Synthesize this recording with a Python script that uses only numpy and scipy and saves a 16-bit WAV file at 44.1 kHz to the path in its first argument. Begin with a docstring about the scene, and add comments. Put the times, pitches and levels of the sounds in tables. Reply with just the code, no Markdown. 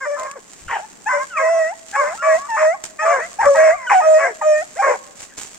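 """Hounds give tongue on a scree slope: hoarse yelps and short bays open, while single stones knock underfoot.
Thin whines and a first snarl follow; then nearly pure bays ring out with yelps over them, until a last whine.
Each voice is a row of harmonics that breaks between clean tone and harsh, uneven cycles, plus breath noise.
Loose stones, made of tiny bursts of noise, slide throughout and swell under a few late steps.
Nearby rocks and the hillside return the voices faintly; a phone with two microphone ports hears it all."""
import sys
import numpy as np
from scipy import signal
from scipy.fft import rfft, irfft
from scipy.io import wavfile
from scipy.ndimage import uniform_filter1d

SR = 44100
rng = np.random.default_rng(int(sys.argv[2]) if len(sys.argv) > 2 else 0)


def master(y):
    """Save y as 16-bit WAV."""
    cut = np.clip(np.atleast_2d(y).T, -1, 1)
    pcm = np.round(cut * 32767)  # scale
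    wavfile.write(sys.argv[1], SR, pcm.astype(np.int16))


N = 246078
TIME = np.arange(N) / SR  # s
PROGRESS = np.linspace(0, 1, 100)  # from the start of a call to its end
TOP_HZ = 15750  # nothing much is heard above this


def undb(db):
    """Turn decibels into a gain."""
    return 10 ** (np.asarray(db) / 20)


def unit(x):
    """Scale to an average strength (rms) of 1."""
    return x / np.sqrt(np.mean(x ** 2))


def along_hz(points, size):
    """Join the columns of a frequency table on a log axis, at the bins of a transform."""
    hz, *columns = np.transpose(points)
    bins = np.log(np.maximum(np.fft.rfftfreq(size, 1 / SR), 1))
    return [np.interp(bins, np.log(hz), column) for column in columns]


def colour(x, points):
    """Filter with the given (frequency, level) shape; its ring never comes before the sound."""
    size = 2048
    cepstrum = irfft(np.log(undb(along_hz(points, size)[0])))
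    # folding the cepstrum onto its first half puts all of the ring after the sound
    response = irfft(np.exp(rfft(2 * cepstrum[:size // 2], size) - cepstrum[0]))
    return signal.fftconvolve(x, response)[:len(x)]


def wander(rate_hz, size):
    """Smooth random drift of rms 1: noise with the changes faster than rate_hz filtered down."""
    lead = SR // 4  # the filter settles here, then this part is dropped
    slow = signal.butter(3, rate_hz, fs=SR, output="sos")
    drift = signal.sosfilt(slow, rng.standard_normal(size + lead))
    return unit(drift[lead:])


def air(air_db=-55, apart=1.0):
    """Faint air over the valley: coloured noise that swells slowly and differs between the sides."""
    # colour of the open air: (frequency [Hz], level [dB])
    air_shape = [(25, -8.5), (100, -17.5), (190, 1), (600, -6.5), (2000, -12.5), (4000, -31)]
    mid, side = (unit(colour(rng.standard_normal(N), air_shape)) for _ in range(2))
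    swell = undb(air_db + 2 * wander(2.6, N))
    return swell * np.array([mid + apart * side, mid - apart * side])


def handling(length_s=0.032):
    """Shifts of the hand and of the feet reach the phone as soft thuds of low noise."""
    # thuds: (time [s], level [dB], top frequency [Hz])
    thuds = [(.668, -39, 100.5), (3.46, -40, 230), (3.75, -49.5, 113.3)]
    return sum(undb(db) * np.exp(-abs(TIME - at) / length_s) * wander(top_hz, N)
               for at, db, top_hz in thuds)


def scree(grains_per_s=2200, slide_db=1, knock_db=-2, knock_s=0.0033, apart=0.77):
    """Countless tiny stone impacts, swelling under each step, and a few single knocks."""
    # sliding stones, before slide_db is added: (time [s], level [dB])
    slide = [(0, -51.5), (.45, -48.5), (.8, -49), (1.8, -48.5), (1.92, -44), (2.3, -44), (2.94, -50.5),
             (3.3, -44), (3.8, -46.5), (4.35, -48), (4.75, -47.5), (5, -46)]
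    # feet digging into the scree: (time [s], level [dB], decay [s])
    steps = [(2.837, -26.5, 0.02), (3.555, -29, 0.017), (5.371, -34.5, 0.092)]
    # single stones knocking, before knock_db is added: (time [s], level [dB])
    knock_table = [(0.196, -26), (0.2325, -30), (0.3133, -27), (0.8996, -39), (0.9286, -38.5),
                   (2.5032, -29), (3.456, -25), (3.486, -38)]
    # ring of the small stones: (frequency [Hz], level [dB])
    stones = [(300, 2), (2500, 2.5), (3800, -0.5), (5500, 2.5), (7400, 11.5), (8800, 2), (9800, -9.5),
              (15000, -19)]
    step_rise_s = 0.0023  # a foot sinks in rather than strikes
    grain_spread_db = 2.2  # a few grains are much stronger than the rest

    slide_s, slide_levels_db = np.transpose(slide)
    flow = undb(np.interp(TIME, slide_s, slide_levels_db) + slide_db + 2.9 * wander(7.3, N))
    for at, step_db, decay_s in steps:
        rise = np.clip((TIME - at) / step_rise_s, 0, 1)
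        flow = flow + undb(step_db) * rise * np.exp(-abs(TIME - at) / decay_s)
    hits = rng.random(N) < grains_per_s / SR
    sizes = hits * undb(grain_spread_db * np.minimum(rng.exponential(size=N), 5))
    knocks = sum(undb(db + knock_db) * (TIME > at) * np.exp(-abs(TIME - at) / knock_s)
                 for at, db in knock_table)
    strikes = flow * unit(sizes) + knocks
    stone_gain = np.sqrt(np.mean(undb(along_hz(stones, N)[0]) ** 2))
    mid, side = (colour(strikes * rng.standard_normal(N), stones) / stone_gain for _ in range(2))
    return np.array([mid + apart * side, mid - apart * side])


def hillside(x, t60_s=0.79, echo_db=-26, dull_hz=3000, build_s=0.24):
    """Stones and trees scatter a faint, dull tail, different at each port."""
    t = TIME[:SR]
    decay = np.exp(-np.log(1000) * t / t60_s)
    tail = rng.standard_normal((2, SR)) * decay * (1 - np.exp(-t / build_s))
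    tail /= np.sqrt(np.sum(tail ** 2, axis=1, keepdims=True))
    tail = signal.sosfilt(signal.butter(1, dull_hz, fs=SR, output="sos"), tail)
    return undb(echo_db) * signal.fftconvolve(x[None], tail, axes=1)[:, :N]


def near_stones(x, scatter_db=-7, spread_s=0.033, small_hz=1100):
    """Nearby rocks scatter the voices, with opposite sign at each side; long waves pass them by."""
    t = TIME[:SR // 10]
    scatter = rng.standard_normal(len(t)) * np.exp(-t / spread_s)
    scatter /= np.linalg.norm(scatter)
    short_waves = signal.sosfilt(signal.butter(2, small_hz, "high", fs=SR, output="sos"), x)
    side = undb(scatter_db) * signal.fftconvolve(short_waves, scatter)[:N]
    return np.array([side, -side])


def call(start, length, pitch, first_db, second_db, top_db, rough, upper_db=-5,
         jitter=0.0385, jitter_hz=120, shimmer=0.28, rasp=0.98, rasp_hz=130,
         muzzle_db=-27, breathy=0.5, bounce=0.76, turn_hz=9, attack_s=.012, release_s=.014):
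    """One call: the vocal folds beat evenly when clean, and stumble in period and force when rough."""
    # throat and mouth above the octave: (frequency [Hz], level [dB])
    throat = [(800, -19), (1300, -3.5), (1600, 2.5), (2150, -2), (2550, -16.5), (3000, -31), (4200, -60)]
    # thin high resonances of the muzzle: (frequency [Hz], level [dB])
    muzzle = [(1800, -13), (3000, -20.5), (4100, -23), (5600, -7), (6400, -9), (7400, -0.5), (8800, -17),
              (10000, -40.5)]
    alternation, hiss, tear = .5, 3.2, .018  # how strongly roughness alternates cycles, hisses, bends pitch
    mirror_rad, mirror_swing_rad = 1.572, 0.3  # ground reflection's lag per harmonic, and its drift

    end = start + length
    span = (TIME > start - attack_s) & (TIME < end + release_s)
    t = TIME[span]
    n = len(t)

    def stretch(curve):
        """Lay a number, or a curve over PROGRESS, along the time of the call."""
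        return np.interp(t, start + length * PROGRESS, np.broadcast_to(curve, PROGRESS.shape))

    hz, first_db, second_db, top_db = (stretch(c) for c in (pitch, first_db, second_db, top_db))
    rough = np.clip(stretch(rough), 0, 1)

    # hoarse folds lurch in pitch over tens of ms and jitter from cycle to cycle
    lurch = (0.0042 + tear * rough) * wander(47.4, n)
    unsteady = lurch + jitter * rough * wander(jitter_hz, n)
    phase = 2 * np.pi * np.cumsum(hz * (1 + unsteady)) / SR

    # strong and weak cycles alternate now and then, which adds lines between the harmonics
    alternate = alternation * wander(37, n) * np.cos(phase / 2)
    force = 1 + np.tanh(rough * (shimmer * wander(89, n) + alternate))
    force /= np.sqrt(uniform_filter1d(force ** 2, size=900))  # slow changes of strength are evened out
    smear = np.clip(rasp * rough, 0, 1)

    def partial(k, share):
        """Harmonic k; a share of it is smeared into side bands."""
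        skirt = wander(rasp_hz, n) * np.cos(k * phase) + wander(rasp_hz, n) * np.sin(k * phase)
        return np.sqrt(2 * (1 - share ** 2)) * np.cos(k * phase) + share * skirt

    # the ground mirrors the voice: as the head moves, single harmonics swell and sink
    mirror = mirror_rad + mirror_swing_rad * wander(turn_hz, n)
    pulses = 0
    for k in range(3, 20):
        reflected = 1 + bounce * np.cos(k * mirror)
        pulses = pulses + np.sqrt(2) * reflected * np.cos(k * phase) * (k * hz < TOP_HZ)
    turbulence = rng.standard_normal(n) * (1.82 + .5 * np.cos(phase))  # air noise peaks once a cycle
    source = force * (np.sqrt(1 - smear ** 2) * pulses + hiss * smear * turbulence)

    # the fundamental feels the uneven force least
    fundamental = undb(first_db) * np.sqrt(force) * partial(1, smear ** 2)
    octave = undb(second_db) * force * partial(2, smear)
    upper = undb(top_db + upper_db) * colour(source, throat)

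    # the muzzle's airy sheen follows the whole effort, more gently than the loudness does
    effort = np.sqrt(undb(first_db) ** 2 + undb(second_db) ** 2 + (2 * undb(top_db)) ** 2)
    sheen = undb(muzzle_db) * effort ** 0.74 * colour(source + breathy * turbulence, muzzle) / 2

    ramp = np.minimum((t - start) / attack_s + .5, (end - t) / release_s + 1)
    gate = np.sin(np.pi / 2 * np.clip(ramp, 0, 1)) ** 2
    out = np.zeros(N)
    out[span] = gate * (fundamental + octave + upper + sheen)
    return out


def snarls():
    """Air torn between the teeth during two sharp barks: short swells of hiss."""
    # snarls: (start [s], length [s], level at the peak of the swell [dB])
    snarl_table = [(0.663, 0.15, -38), (3.883, 0.14, -37.5)]
    # ring of the bared teeth: (frequency [Hz], level [dB])
    teeth = [(1500, -30), (2300, -3), (2950, 0.5), (3500, -15.5), (4500, -22.5), (8000, -36)]
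    swell = sum(undb(db) * np.sin(np.pi * np.clip((TIME - start) / length, 0, 1))
                for start, length, db in snarl_table)
    return swell * unit(colour(rng.standard_normal(N), teeth))


def whine(start, length, first_hz, last_hz, first_db, last_db, overtones_db, rough):
    """A thin squeak: one glide of pitch, slowing as it lands, and one glide of level."""
    glide_power, upper_re_octave_db = 1.7, 7.5
    pitch = last_hz + (first_hz - last_hz) * (1 - PROGRESS) ** glide_power
    db = first_db + (last_db - first_db) * PROGRESS
    octave_db = db + overtones_db
    return call(start, length, pitch, db, octave_db, octave_db + upper_re_octave_db, rough,
                attack_s=.014, release_s=0.017)


def yelp(start, length, first_hz, last_hz, first_db, second_db, top_db, late_db, rough):
    """A hoarse bark, harshest at both ends, whose pitch gives way as the breath runs out."""
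    scoop, attack_db, attack_s = 0.0381, 9.5, .012  # it starts flat (share of pitch) and soft
    sag_power, fade_power = 2.6, 2.94  # pitch and breath hold, then give way late
    swell_db = 10.5  # the fundamental peaks mid-yelp
    closing_db = 2.5  # the octave sinks as the jaws close
    settle = 0.3  # share of roughness added at the ends and taken away mid-yelp

    middle = 4 * PROGRESS * (1 - PROGRESS)  # 0 at both ends, 1 halfway
    onset = np.exp(-length * PROGRESS / attack_s)
    pitch = first_hz * (1 - scoop * onset) + (last_hz - first_hz) * PROGRESS ** sag_power
    fade_db = attack_db * onset + late_db * PROGRESS ** fade_power
    return call(start, length, pitch,
                first_db - swell_db * (1 - middle),
                second_db - fade_db - closing_db * PROGRESS,
                top_db - fade_db,
                rough * (1 + settle * (1 - 2 * middle)), release_s=0.028)


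def bay(start, length, hz, arch, lift, lift_s, swell_s, fade_s, first_db, second_db, top_db, rough):
    """A held note: scoops up to pitch, rounds to a purer tone, sags, and bends (mostly up) as it fades."""
    scoop, scoop_s = 0.0392, 0.016  # it starts flat by this share of its pitch
    sag_per_s = .13  # share of pitch lost each second as the breath runs down
    swell_db, full_fade_db = 19.5, 15  # depth of the fundamental's swell and fade
    closing_db, octave_fade = 12, 0.44  # the octave sinks as the mouth rounds; its share of the fade
    attack_db, attack_s = 5, 0.0082  # the overtones take a moment to build
    onset_rough = 0.073  # extra roughness before the note settles

    t = length * PROGRESS
    flat_start = scoop * np.exp(-t / scoop_s)
    hump = arch * np.sin(np.pi * PROGRESS) ** 4
    end_bend = lift * np.exp((t - length) / lift_s)
    pitch = hz * (1 - flat_start - sag_per_s * t + hump + end_bend)
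    opening = np.clip(1 - t / swell_s, 0, 1)
    fade_db = full_fade_db * np.clip(1 - (length - t) / fade_s, 0, 1)
    build_db = attack_db * np.exp(-t / attack_s)
    return call(start, length, pitch,
                first_db - swell_db * opening - fade_db,
                second_db - build_db - closing_db * (1 - opening) ** 4 - octave_fade * fade_db,
                top_db - build_db - fade_db * (fade_db / full_fade_db) ** 4,
                rough + onset_rough * opening)


def hounds(chest_hz=400):
    """Bays, hoarse yelps, whines and snarls overlap; a small chest radiates little bass."""
    # Levels and pitches are starting points that each call then shapes; roughness is limited to 0-1.
    # held notes: (start [s], length [s], pitch [Hz], arch [share of pitch], end bend [share of pitch],
    # bend time [s], swell [s], fade [s], fundamental [dB], octave [dB], upper harmonics [dB], roughness)
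    bays = [ (0.051, .12, 602.3, -.04, -0.059, .015, 0.018, 0.027, -21.5, -26, -34, 0.21),
            (0.164, 0.12, 623, -0.0071, -0.035, .03, 0.034, 0.026, -30, -28.5, -36.5, 0.62),
            (1.12, .11, 596.6, -0.035, 0.031, 0.041, 0.019, 0.058, -19, -35.5, -33.5, 0.23),
            (1.361, 0.37, 642, .06, 0.43, 0.025, 0.08, 0.11, -14.5, -27, -24.5, 0.15),
            (1.974, 0.18, 588.6, -0.0067, 0.57, 0.029, 0.046, 0.13, -17.5, -21, -37, 0.36),
            (2.222, 0.16, 642, 0, 0.16, 0.012, .055, 0.029, -11.5, -27.5, -24.5, 0.12),
            (2.567, 0.18, 630.6, -.01, 0.32, 0.024, .06, 0.064, -11, -21, -25.5, 0.089),
            (2.99, 0.18, 608.7, .025, 0.26, .08, 0.071, 0.051, -15.5, -23, -19, .12),
            (3.192, 0.077, 592.5, 0, 0.2, .04, .015, 0.083, -21.5, -27, -25, 0.5),
            (3.447, 0.15, 584, -0.01, -0.077, 0.065, .022, 0.09, -8.5, -17.5, -39.5, 0.15),
            (3.549, 0.2, 637.6, 0, 0.2, .018, 0.037, .05, -8.5, -24.5, -22, 0.29),
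            (4.014, .2, 639.6, 0, .04, 0.017, .06, .04, -8, -20.5, -23.5, 0.19),
            (4.416, 0.21, 622.2, 0, 0.23, 0.01, 0.054, .1, -10, -22.5, -22.5, 0.08),
            (4.821, 0.12, 616.6, 0, -0.072, 0.014, .06, 0.031, -15.5, -49, -23.5, 0.76), ]
    # hoarse barks: (start [s], length [s], first pitch [Hz], last pitch [Hz], fundamental [dB],
    # octave [dB], upper harmonics [dB], late fade [dB], roughness)
    yelps = [ (.008, 0.052, 544, 471.5, -38, -28.5, -26, 4.5, 0.31),
             (0.164, 0.17, 518, 575, -45, -28, -39.5, 8, 0.36),
             (0.352, 0.029, 571, 425, -31, -35.5, -40.5, 8.5, 0.68),
             (0.698, 0.093, 948, 741, -21, -23, -24.5, 17, 1.07),
             (1.083, 0.099, 514, 494, -55, -16.5, -19.5, 12.5, 0.56),
             (1.195, 0.037, 534, 541, -46, -17.5, -27.5, 7.5, 0.17),
             (1.391, 0.049, 557, 500, -23.5, -19, -21, 10, 0.37),
             (1.44, .04, 512.6, 524, -43, -21, -25.5, 5, .25),
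             (1.482, .022, 512, 405, -40.5, -27.5, -28, 10, .3),
             (1.527, 0.084, 541, 531, -48, -33, -45.5, 3, .45),
             (1.96, 0.072, 563.6, 510, -26.5, -13.5, -20.5, 8, .28),
             (2.028, 0.096, 500, 533, -48.5, -25, -26.5, 8, 0.76),
             (2.222, .13, 575, 516, -31, -17.5, -21.5, 10.5, 0.4),
             (2.372, 0.098, 552, 604, -55, -29, -43.5, 2.5, 0.34),
             (2.561, 0.096, 552, 477, -52.5, -20.5, -19, 8, 1.06),
             (3.045, .15, 588, 474.2, -19, -16, -19.5, 10.5, 0.59),
             (3.406, .056, 881, 643, -16.5, -19.5, -19.5, 2.5, 1.1),
             (3.436, 0.048, 595.7, 569, -23, -17.5, -34, 2, .45),
             (3.566, .135, 555.5, 535, -38, -26, -20.5, 2, .6),
             (3.904, .042, 841, 760, -10.5, -33, -10.5, 8, 0.46),
             (4.182, .13, 565.2, 432, -22.5, -21.5, -19, 18, 0.61),
             (4.209, 0.079, 663.6, 729, -18, -41, -19.5, 9.5, 0.64),
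             (4.815, .13, 550, 442, -20.5, -16, -22.5, 5.5, 0.65), ]
    # gliding squeaks: (start [s], length [s], first pitch [Hz], last pitch [Hz], first level [dB],
    # last level [dB], octave against the fundamental [dB], roughness)
    whines = [ (0.683, .022, 1490, 1097, -28.5, -28.5, -14, 0.93),
              (0.799, 0.049, 633, 883, -36.5, -34.5, -16, .3),
              (1.063, .018, 813, 890, -21.5, -18.5, -4.5, 0.08),
              (1.303, 0.066, 1560, 1260, -38, -23, -16.5, 0.3),
              (1.371, 0.028, 1242, 1052, -16, -22.5, -5, .12),
              (1.928, 0.031, 781, 835, -38, -19.5, -1, 0.47),
              (2.174, .044, 1276, 1410, -38, -25.5, -21, .05),
              (2.49, 0.067, 945, 876, -24.5, -18, -8.5, 0.09),
              (2.744, 0.017, 1145, 1094, -28.5, -35, -19.5, 0.2),
              (3.02, 0.018, 878, 861, -24.5, -21.5, -3, .1), (3.39, 0.022, 796, 929, -16, -13.5, -18, 0.2),
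              (3.548, 0.025, 967, 784, -16.5, -28.5, -17.5, 0.4),
              (3.677, 0.082, 1035, 1185, -36, -27.5, -21.5, 0.4),
              (3.762, .105, 1171, 977, -38, -32, -3.5, 0.3),
              (3.87, 0.017, 1557, 1470, -20.5, -23, -14.5, .06),
              (3.899, 0.038, 1193, 906, -11, -19.5, -9.5, .95),
              (3.943, .046, 753, 749, -9, -10, -17.5, 0.11),
              (3.997, 0.02, 777.4, 737, -10.5, -22.5, -27.5, .4),
              (4.006, 0.016, 969, 840, -12, -28, -11, 0.1),
              (4.416, 0.017, 958, 754, -13.5, -32.5, -13, 0.2),
              (4.76, 0.034, 506.5, 741, -33.5, -25, -13, .4),
              (4.789, 0.019, 781, 795, -18.5, -13, -16.5, 0), (5.299, .04, 1850, 1670, -47, -50, -20, 0.8),
              ]
    voices = sum(bay(*row) for row in bays)
    voices = voices + sum(yelp(*row) for row in yelps)
    voices = voices + sum(whine(*row) for row in whines)
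    voices = voices + snarls()
    return signal.sosfilt(signal.butter(6, chest_hz, "high", fs=SR, output="sos"), voices)


def scene():
    """Add up the hounds, their reflections, the scree, the air and the handling thuds."""
    voices = hounds()
    return voices + near_stones(voices) + hillside(voices) + scree() + air() + handling()


def record(dry):
    """The phone's body shades and delays each port differently; the top is cut."""
    # the two ports: (frequency [Hz], left minus right [dB], left leads by [rad])
    port_table = [(380, 5, -.2), (620, .4, -1.15), (1150, 0, -.8), (2000, 2.7, .3), (5000, -1, 1.4),
                  (7600, -6, 2), (12000, -1.5, 1)]
    balance_db, lead = along_hz(port_table, N)
    sides = np.array([[.5], [-.5]])  # left and right each take half of the difference
    ports = undb(sides * balance_db) * np.exp(1j * sides * lead)
    ports /= np.sqrt(np.mean(abs(ports) ** 2, axis=0))
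    heard = irfft(rfft(dry) * ports, N)
    return signal.sosfilt(signal.ellip(8, .2, 70, TOP_HZ, fs=SR, output="sos"), heard)


dry = scene()
out = record(dry)
master(out)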